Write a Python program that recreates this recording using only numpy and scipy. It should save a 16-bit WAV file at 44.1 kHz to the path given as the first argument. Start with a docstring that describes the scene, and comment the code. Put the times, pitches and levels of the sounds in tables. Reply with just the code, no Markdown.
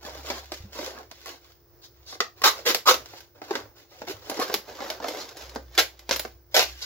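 """An old loudspeaker is stripped on the bench of a small workshop, over a low drone that comes and goes,
a faint hum and a thin whine. First a hand presses the paper cone, which rustles and buckles, while a blade
clicks and slides on the metal frame. From 2.4 s the blade rips the stiff cloth spider in three short
strokes. From 3 s the hand folds the cone back in a run of pops, with two fainter cuts among them.
From 5.8 s come quick last rips, ending in the hardest clicks and a light scrape."""
import sys
import numpy as np
from scipy import signal
from scipy.fft import rfft, irfft, next_fast_len
from scipy.io import wavfile
from scipy.ndimage import map_coordinates

SR = 44100
rng = np.random.default_rng(int(sys.argv[2]) if len(sys.argv) > 2 else 0)


def put_to_file(sound):
    """Save the sound as 16-bit audio at rate SR, in the file named by the first command-line argument."""
    columns = np.atleast_2d(sound).T  # one column per channel
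    safe = np.clip(columns, -1, 1)
    whole_steps = np.round(safe * 32767)
    wavfile.write(sys.argv[1], SR, whole_steps.astype(np.int16))


N = 302085

# tone colours of a rasping tear, a bright crack and dull flexing paper: (frequency [Hz], level [dB])
TEAR_SPECTRUM = [(40, -34), (170, -27), (300, -1), (500, 5.5), (1000, 4.5), (2000, 3), (2700, 3.5),
                 (4000, 5.5), (6500, 0.5), (11000, -12), (16000, -13)]
CRACK_SPECTRUM = [(60, -55.5), (200, -3.5), (500, 9.5), (1500, 5), (5000, 9.5), (7500, 1), (11000, -19),
                  (16000, -15.5)]
FLEX_SPECTRUM = [(40, -46), (160, -23.5), (300, -2), (480, 0.5), (800, -1.5), (1500, -10), (2600, -20.5),
                 (6000, -52)]


def amp(db):
    """Decibels to gain."""
    return 10 ** (np.asarray(db) / 20)


def unit(x):
    """Scale to rms 1."""
    return x / np.sqrt(np.mean(x ** 2) + 1e-20)


def along(points, hz):
    """Read (frequency, value) points on a log axis."""
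    f, v = np.transpose(points)
    return np.interp(np.log(hz + 1), np.log(f), v)


def wobble(rate):
    """A smooth random curve, rate knots a second."""
    return map_coordinates(rng.standard_normal(int(N * rate / SR) + 4), [np.arange(N) * rate / SR])


def add(track, s, sound):
    """Mix a sound into a track at time s."""
    part = track[round(s * SR):][:len(sound)]
    part += sound[:len(part)]


def filtered(x, response):
    """Filter x by a complex response of frequency."""
    n = x.shape[-1]
    m = 2 * next_fast_len(n // 2 + 4096)
    return irfft(rfft(x, m) * response(np.fft.rfftfreq(m, 1 / SR)), m)[..., :n]


def coloured(x, spectrum):
    """Minimum-phase EQ with the given spectrum."""
    def response(hz):
        cepstrum = irfft(np.log(amp(along(spectrum, hz))))
        half = len(cepstrum) // 2
        cepstrum[1:half] *= 2
        cepstrum[half + 1:] = 0
        return np.exp(rfft(cepstrum))
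    return filtered(x, response)


def resonance(f, hz, width):
    """Response of one damped mode."""
    return 1j * f * width / (hz * hz - f * f + 1j * f * width)


def ringing(x, hz, width):
    """The ring that x excites in a doubled resonance; rms 1."""
    return unit(filtered(x, lambda f: resonance(f, hz, width) ** 2))


def effort(t, rise, length, t60):
    """Force builds up, holds until length, then dies away."""
    return np.clip(t / (rise + 1 / SR), 0, 1) * amp(-60 * np.maximum(t - length, 0) / t60)


def snaps(size, rate, spread_db):
    """Fibres let go at random moments, some harder than the rest; rms 1."""
    hit = rng.random(size) < rate / SR
    strength = amp(spread_db * np.minimum(rng.exponential(size=size), 4))
    return unit(hit * strength * rng.choice([-1, 1], size))


def burst(t, spectrum, t60):
    """A dying puff of coloured noise."""
    return unit(coloured(rng.standard_normal(len(t)), spectrum)) * amp(-60 * t / t60)


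def crack(size, spectrum):
    """One sharp break of energy 1; as a bending wave its treble runs ahead of its bass."""
    lag = .0025 * np.exp(rng.normal(0, .2))  # seconds, at 1 kHz
    chirp = filtered(signal.unit_impulse(size), lambda f: np.exp(-4j * np.pi * lag * np.sqrt(1000 * f)))
    wave = coloured(chirp, spectrum)
    return wave / np.linalg.norm(wave)


def knock(t, hz, t60):
    """A short bending wave: a damped swing with a lower and a higher partner, too small to radiate bass."""
    ratios = np.array([[.6], [1], [1.55]]) * np.exp(rng.normal(0, 0.036, (3, 1)))
    swing = amp([-6, 0, -6]) @ np.sin(2 * np.pi * hz * ratios * t)
    return signal.sosfilt(signal.butter(3, 255, "high", fs=SR, output="sos"), swing * amp(-60 * t / t60))


def stereo_noise(size):
    """White noise, narrow in the bass and wide in the treble."""
    # likeness of left and right: (frequency [Hz], correlation [0-1])
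    likeness = [(100, 0.63), (400, 0.94), (1100, 0), (2500, 0.34), (6000, 0)]
    def mid_and_side(hz):
        angle = np.arccos(along(likeness, hz)) / 2
        return np.array([np.cos(angle), np.sin(angle)])
    mid, side = filtered(rng.standard_normal((2, size)), mid_and_side)
    return np.array([mid + side, mid - side])


def background():
    """The bed: a wavering, slowly sinking drone, steady hum and whine, and the air of the shop."""
    # swells of the drone: (time [s], level [dB])
    swells = [(0.0, -56), (0.19, -47.5), (1.81, -71), (2.02, -59), (2.25, -82), (2.63, -61), (2.8, -75),
              (2.98, -57), (3.2, -78), (5.06, -62), (5.3, -82), (5.44, -50), (5.7, -47.5), (5.95, -60),
              (6.2, -50), (6.52, -64), (6.72, -46), (6.85, -59)]
    # one hum and three whine tones: (frequency [Hz], level [dB])
    steady_tones = [(344.5, -67.5), (15229, -85.5), (15429, -82), (15628, -85)]
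    # room tone: (frequency [Hz], level [dB])
    air_spectrum = [(20, -25), (60, -4.5), (110, 0.5), (200, -23), (380, -10.5), (700, -18), (1500, -23),
                    (3000, -34.5), (5500, -26.5), (10000, -43.5), (14500, -41), (15500, -16.5),
                    (16000, -29.5)]
    drone_hz, sag_hz_per_s = 68, 0.95
    t = np.arange(N) / SR
    phase = 2 * np.pi * np.cumsum(drone_hz - sag_hz_per_s * t) / SR
    swell = amp(np.interp(t, *np.transpose(swells)) + 1.3 * wobble(12))
    drone = swell * (np.sin(phase + .5 * wobble(16)) + amp(-18.5) * np.sin(2 * phase))
    tones = sum(amp(db - 0.5) * np.sin(2 * np.pi * hz * t + .5 * wobble(39)) for hz, db in steady_tones)
    air = unit(coloured(stereo_noise(N), air_spectrum))
    return drone + tones + amp(-63) * air * amp(2.1 * wobble(9))


def palm_thumps():
    """The soft palm pushes the whole cone: low, short swings."""
    # the palm lands: (time [s], level [dB], pitch [Hz])
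    landings = [(0.603, -38, 80.4), (0.638, -36.5, 95), (0.647, -42, 200), (3.638, -47, 100),
                (4.14, -45, 101)]
    out = np.zeros(N)
    t = np.arange(SR // 8) / SR
    envelope = amp(-60 * t / 0.13) * (1 - np.exp(-t / 0.0025))
    for s, db, hz in landings:
        add(out, s, amp(db) * np.sin(2 * np.pi * hz * t) * envelope)
    return out


def cone_rustle():
    """Under the hand the paper flexes in clumps of dull creases and fine grains, with sparse crinkles."""
    # the hand pushes and drags the cone: (time [s], length [s], flex level [dB], rub level [dB])
    pushes = [(0.0, 0.2, -47.5, -49.5), (0.229, .13, -42, -41.5), (0.36, .28, -65, -60.5),
              (0.533, 0.01, -68, -46.5), (0.713, 0.16, -44.5, -41), (0.873, .11, -47, -56),
              (1.08, 0.24, -67, -57), (1.26, 0.033, -47.5, -44), (1.4, 0.097, -65.5, -60.5),
              (1.917, .14, -73, -69.5), (2.355, 0.059, -61, -58.5), (2.547, 0.048, -45, -47.5),
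              (2.97, 0.065, -54.5, -57), (3.068, .11, -58, -51), (3.346, 0.02, -58.5, -63),
              (3.406, 0.12, -51, -52), (3.483, .085, -40, -47.5), (3.748, 0.054, -60, -55),
              (3.877, 0.15, -59.5, -56), (4.065, 0.027, -40.5, -43.5), (4.186, 0.23, -50.5, -49.5),
              (4.29, 0.24, -42, -44), (4.627, 0.19, -47.5, -51.5), (4.779, 0.15, -39.5, -44.5),
              (5.003, 0.18, -40.5, -45), (5.164, 0.13, -51.5, -52), (5.356, 0.056, -47, -45.5),
              (5.454, 0.1, -55, -58), (5.713, 0.12, -52.5, -50), (6.05, 0.19, -62, -52.5),
              (6.508, 0.2, -57, -45.5), (6.743, 0.15, -70, -48)]
    # the hand holds the cone, never quite still: (start [s], end [s])
    holds = [(0, 1.05), (4.25, 6.3)]
    # rubbed paper: (frequency [Hz], level [dB])
    rub_spectrum = [(300, -23.5), (1200, 0.5), (2200, 2), (3000, 5), (5000, 5), (7000, 0.5), (11000, -13.5),
                    (16000, -11.5)]
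    release_t60, hold_flex_db, hold_rub_db = 0.28, -66.5, -67
    t = np.arange(N) / SR
    flex_power, rub_power = np.zeros((2, N))
    for s, length, flex_db, rub_db in pushes:
        force = effort(t[:SR], .3 * length, length, release_t60)
        add(flex_power, s, (amp(flex_db) * force) ** 2)
        add(rub_power, s, (amp(rub_db) * force) ** 2)
    for s, end in holds:
        force = effort(t, 0.0071, end - s, release_t60)
        add(flex_power, s, (amp(hold_flex_db) * force) ** 2)
        add(rub_power, s, (amp(hold_rub_db) * force) ** 2)
    clumps = wobble(90)
    creases = unit(coloured(snaps(N, rate=780, spread_db=2.5) * amp(2 * clumps), FLEX_SPECTRUM))
    grains = snaps(N, rate=10000, spread_db=1.3) * amp(1.5 * clumps)
    crinkles = snaps(N, rate=54, spread_db=2.5)
    rubbing = unit(coloured(grains + amp(-1.5) * crinkles, rub_spectrum))
    return np.sqrt(flex_power) * creases + np.sqrt(rub_power) * rubbing


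def cone_buckles():
    """Folds of the cone pop through with a small crack and crumple."""
    # a fold gives way: (time [s], level [dB], pitch [Hz])
    folds = [(0.789, -17.5, 324), (0.828, -21, 450), (2.126, -27.5, 1120), (2.152, -29.5, 1030),
             (3.001, -29, 543), (3.136, -27, 527), (3.417, -20.5, 490), (3.508, -10.5, 514),
             (3.553, -14, 305), (3.655, -35.5, 470), (4.0175, -17.5, 394), (4.314, -16.5, 383),
             (4.391, -12, 302), (4.417, -12, 1120), (4.498, -14, 545), (4.804, -16.5, 600),
             (4.821, -18.5, 547), (5.001, -20.5, 610), (5.025, -18.5, 550), (5.043, -12.5, 780),
             (5.559, -11.5, 457), (6.2495, -16, 580)]
    out = np.zeros(N)
    t = np.arange(SR // 8) / SR
    for s, db, hz in folds:
        crumple = burst(t, FLEX_SPECTRUM, t60=.025)
        pop = knock(t, hz, t60=.018) + 7 * crack(len(t), FLEX_SPECTRUM) + .3 * crumple
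        add(out, s, amp(db - 10.5) * (pop + amp(7.5) * crack(len(t), CRACK_SPECTRUM)))
    return out


def blade_scrapes():
    """Fine catches along the frame ring the thin blade."""
    # light slides: (time [s], rise [s], length [s], level [dB])
    slides = [(1.809, 0.034, 0.048, -51), (2.053, 0.034, 0.094, -45.5), (5.197, 0.0067, 0.022, -40.5),
              (6.810, .017, .017, -34.5)]
    out = np.zeros(N)
    t = np.arange(SR // 5) / SR
    for s, rise, length, db in slides:
        catches = snaps(len(t), rate=4100, spread_db=0)
        rasp = unit(coloured(catches, TEAR_SPECTRUM))
        ring = ringing(catches, hz=4270, width=2800)
        add(out, s, amp(db) * effort(t, rise, length, t60=0.062) * unit(rasp + amp(3) * ring))
    return out


def blade_clicks():
    """The blade slips and strikes: a crack, splintering glue, a bright edge and a knock."""
    # clicks of blade, glue and creases:
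    # (time [s], level [dB], knock mix [dB], knock pitch [Hz], edge mix [dB])
    strikes = [(0.0498, -30.5, 10, 422, -15), (0.301, -18, 9.5, 620, -23),
               (0.5191, -22.5, 11, 615.6, -11.5), (1.1123, -31, 1, 660, -15), (1.2585, -30.5, 9, 1170, -6),
               (2.2037, -10.5, 9, 1204, -35), (2.4177, -23.5, 10.5, 1130, -10.5), (2.662, -18, 3, 518, -15),
               (2.7458, -8.5, -12, 440, -10.5), (2.9417, -14.5, 3.5, 572, -12),
               (3.0581, -32, -17, 557, -14), (3.205, -36, -7, 496, -10), (3.553, -17.5, -8, 460, -25),
               (4.2972, -20.5, 11, 616, -6.5), (4.3978, -22, 11, 700, -8), (4.5400, -10, 4.5, 455, -8),
               (4.901, -18, -2, 554, -12.5), (5.083, -24, 12, 510, -7), (5.3697, -33.5, 2, 800, -8),
               (5.4943, -35, -17, 370, -11), (5.5496, -37.5, 8, 1470, -3), (5.7508, -34.5, 10, 1520, -7),
               (5.7774, -14, -9.5, 730, -7), (5.992, -36.5, -15, 353, -12), (6.092, -17.5, 9, 624, -12),
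               (6.11, -9.5, 6.5, 612, -19), (6.126, -20.5, -18, 770, -13), (6.1602, -18, -8, 660, -6),
               (6.1946, -18, -18, 570, -2.5), (6.5435, -14.5, -5, 740, -20), (6.565, -6, 1, 650, -32),
               (6.5935, -5.5, -20, 760, -31)]
    # the bright edge: (frequency [Hz], level [dB])
    edge_spectrum = [(3000, -45.5), (8000, 4.5), (11000, -6.5), (16000, -7.5)]
    out = np.zeros(N)
    t = np.arange(SR // 12) / SR
    for s, db, knock_db, knock_hz, edge_db in strikes:
        splinters = burst(t, CRACK_SPECTRUM, t60=0.0024)
        edge = amp(edge_db - 1) * burst(t, edge_spectrum, t60=0.017)
        snap = amp(13) * (crack(len(t), CRACK_SPECTRUM) + .07 * splinters)
        body = amp(knock_db - 13.5) * knock(t, knock_hz, t60=0.021)
        add(out, s, amp(db) * (snap + edge + body))
    return out


def cloth_rips():
    """Each stroke breaks a run of threads, which shake the cloth: taut at first, slack as it parts."""
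    # blade strokes: (time [s], rise [s], length [s], level [dB], taut pitch [Hz], ring mix [dB])
    strokes = [(2.4348, .005, 0.047, -15.5, 1140, -5.5), (2.65, 0.024, 0.064, -21, 517, -8),
               (2.854, 0.04, 0.057, -16.5, 1167, -2.5), (4.062, 0.05, 0.048, -37, 384, 2),
               (4.397, 0.029, 0.029, -28.5, 1150, 0.5), (5.776, 0.0035, 0.022, -16.5, 715, -11.5),
               (6.112, .0017, .026, -28.5, 646, -5), (6.543, 0.0026, 0.01, -20, 716, -3.5),
               (6.563, 0.00074, 0.028, -20, 690, -0.5), (6.598, 0.0036, 0.033, -24.5, 2660, -5)]
    slack_hz, sag_db_per_s = 513, 88.5  # ring of the parted cloth; a rip weakens as threads give way
    out = np.zeros(N)
    t = np.arange(SR // 5) / SR
    catching = np.pad(amp(1.8 * wobble(220)), (0, len(t)), "edge")
    for s, rise, length, db, taut_hz, ring_db in strokes:
        threads = snaps(len(t), rate=3800, spread_db=0.5) * catching[round(s * SR):][:len(t)]
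        rasp = unit(coloured(threads, TEAR_SPECTRUM))
        taut, loose = (ringing(threads, hz, width=hz * 0.38) for hz in (taut_hz, slack_hz))
        slack = np.clip(.5 * (t / length) ** 3.3, 0, 1)  # the tension goes late in the stroke
        cloth = np.sqrt(1 - slack) * taut + amp(-8.5) * np.sqrt(slack) * loose
        force = effort(t, rise, length, t60=0.074) * amp(-sag_db_per_s * np.maximum(t - rise, 0))
        add(out, s, amp(db) * force * (rasp + amp(ring_db) * cloth))
    return out


def speaker_body(x):
    """Work on the speaker rings its frame; the open basket lets the bass cancel."""
    # modes of basket and cone: (frequency [Hz], width [Hz], level [dB])
    frame_modes = [(310, 13, -18), (564, 150, -15.5), (747, 39, -14), (1105, 59, -10.5), (1560, 170, -4),
                   (2052, 200, -4.5), (3940, 730, -13), (4830, 570, -31.5)]
    ring = filtered(x, lambda f: sum(amp(db) * resonance(f, hz, width) for hz, width, db in frame_modes))
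    low_cut = signal.butter(2, 150, "high", fs=SR, output="sos")
    return signal.sosfilt(low_cut, amp(-2) * x + amp(-1) * ring)


def reflections(x, t60, delay, block):
    """Scattered stereo echoes that change from block to block as the hands move about."""
    out = np.zeros((2, N + SR))
    t = np.arange(int(t60 * SR)) / SR
    fade = amp(-60 * t / t60)
    scatter = unit(stereo_noise(N + SR))
    window = np.sin(np.pi * np.arange(block) / block)
    padded = np.pad(x, (0, block))
    for start in range(0, N, block // 2):
        tail = scatter[:, rng.integers(N):][:, :len(t)] * fade / np.linalg.norm(fade)
        wet = signal.fftconvolve(padded[None, start:start + block] * window, tail, axes=1)
        out[:, start + int(delay * SR):][:, :wet.shape[1]] += wet
    return out[:, :N]


def on_bench(x):
    """Direct sound and scatter off the bench; both reach the left side a little early."""
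    # where the work sits in the image: (time [s], lead of the left side [s])
    left_lead = [(0, .00011), (4.2, .00013), (4.6, .00005), (6.3, .00003), (6.5, .00015)]
    left, right = amp(-3.5) * x + amp(-3) * reflections(x, t60=0.044, delay=.0005, block=1400)
    n = np.arange(N)
    shift = SR * np.interp(n / SR, *np.transpose(left_lead)) / 2
    return np.array([map_coordinates(left, [n + shift], order=5),
                     map_coordinates(right, [n - shift], order=5)])


def scene():
    """Blade and paper sound through the speaker's body; bench and walls answer."""
    work = speaker_body(cloth_rips() + blade_scrapes() + blade_clicks() + cone_buckles() + cone_rustle())
    walls = reflections(work, t60=0.2, delay=.005, block=4000)
    return on_bench(work) + amp(-6.5) * walls + palm_thumps() + background()


def record(dry):
    """Two microphone ports each notch the treble and lift the top, up to a steep high cut."""
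    # EQ of the left port, then the right: (frequency [Hz], gain [dB])
    port_curves = [
        [(4000, 3), (5500, 7.5), (7000, -3), (7800, -19.5), (8550, -34), (9400, -5.5), (11500, 5.5),
         (15500, 10)],
        [(4000, 4), (5500, 4.5), (7000, 7.5), (7800, 2.5), (8550, -11), (9400, 1.5), (11500, 15), (15500, 10.5)],
    ]
    high_cut_hz = 15850
    heard = np.array([coloured(side, curve) for side, curve in zip(dry, port_curves)])
    return filtered(heard, lambda hz: 1 / (1 + (hz / high_cut_hz) ** 200))


dry = scene()
out = record(dry)
put_to_file(out)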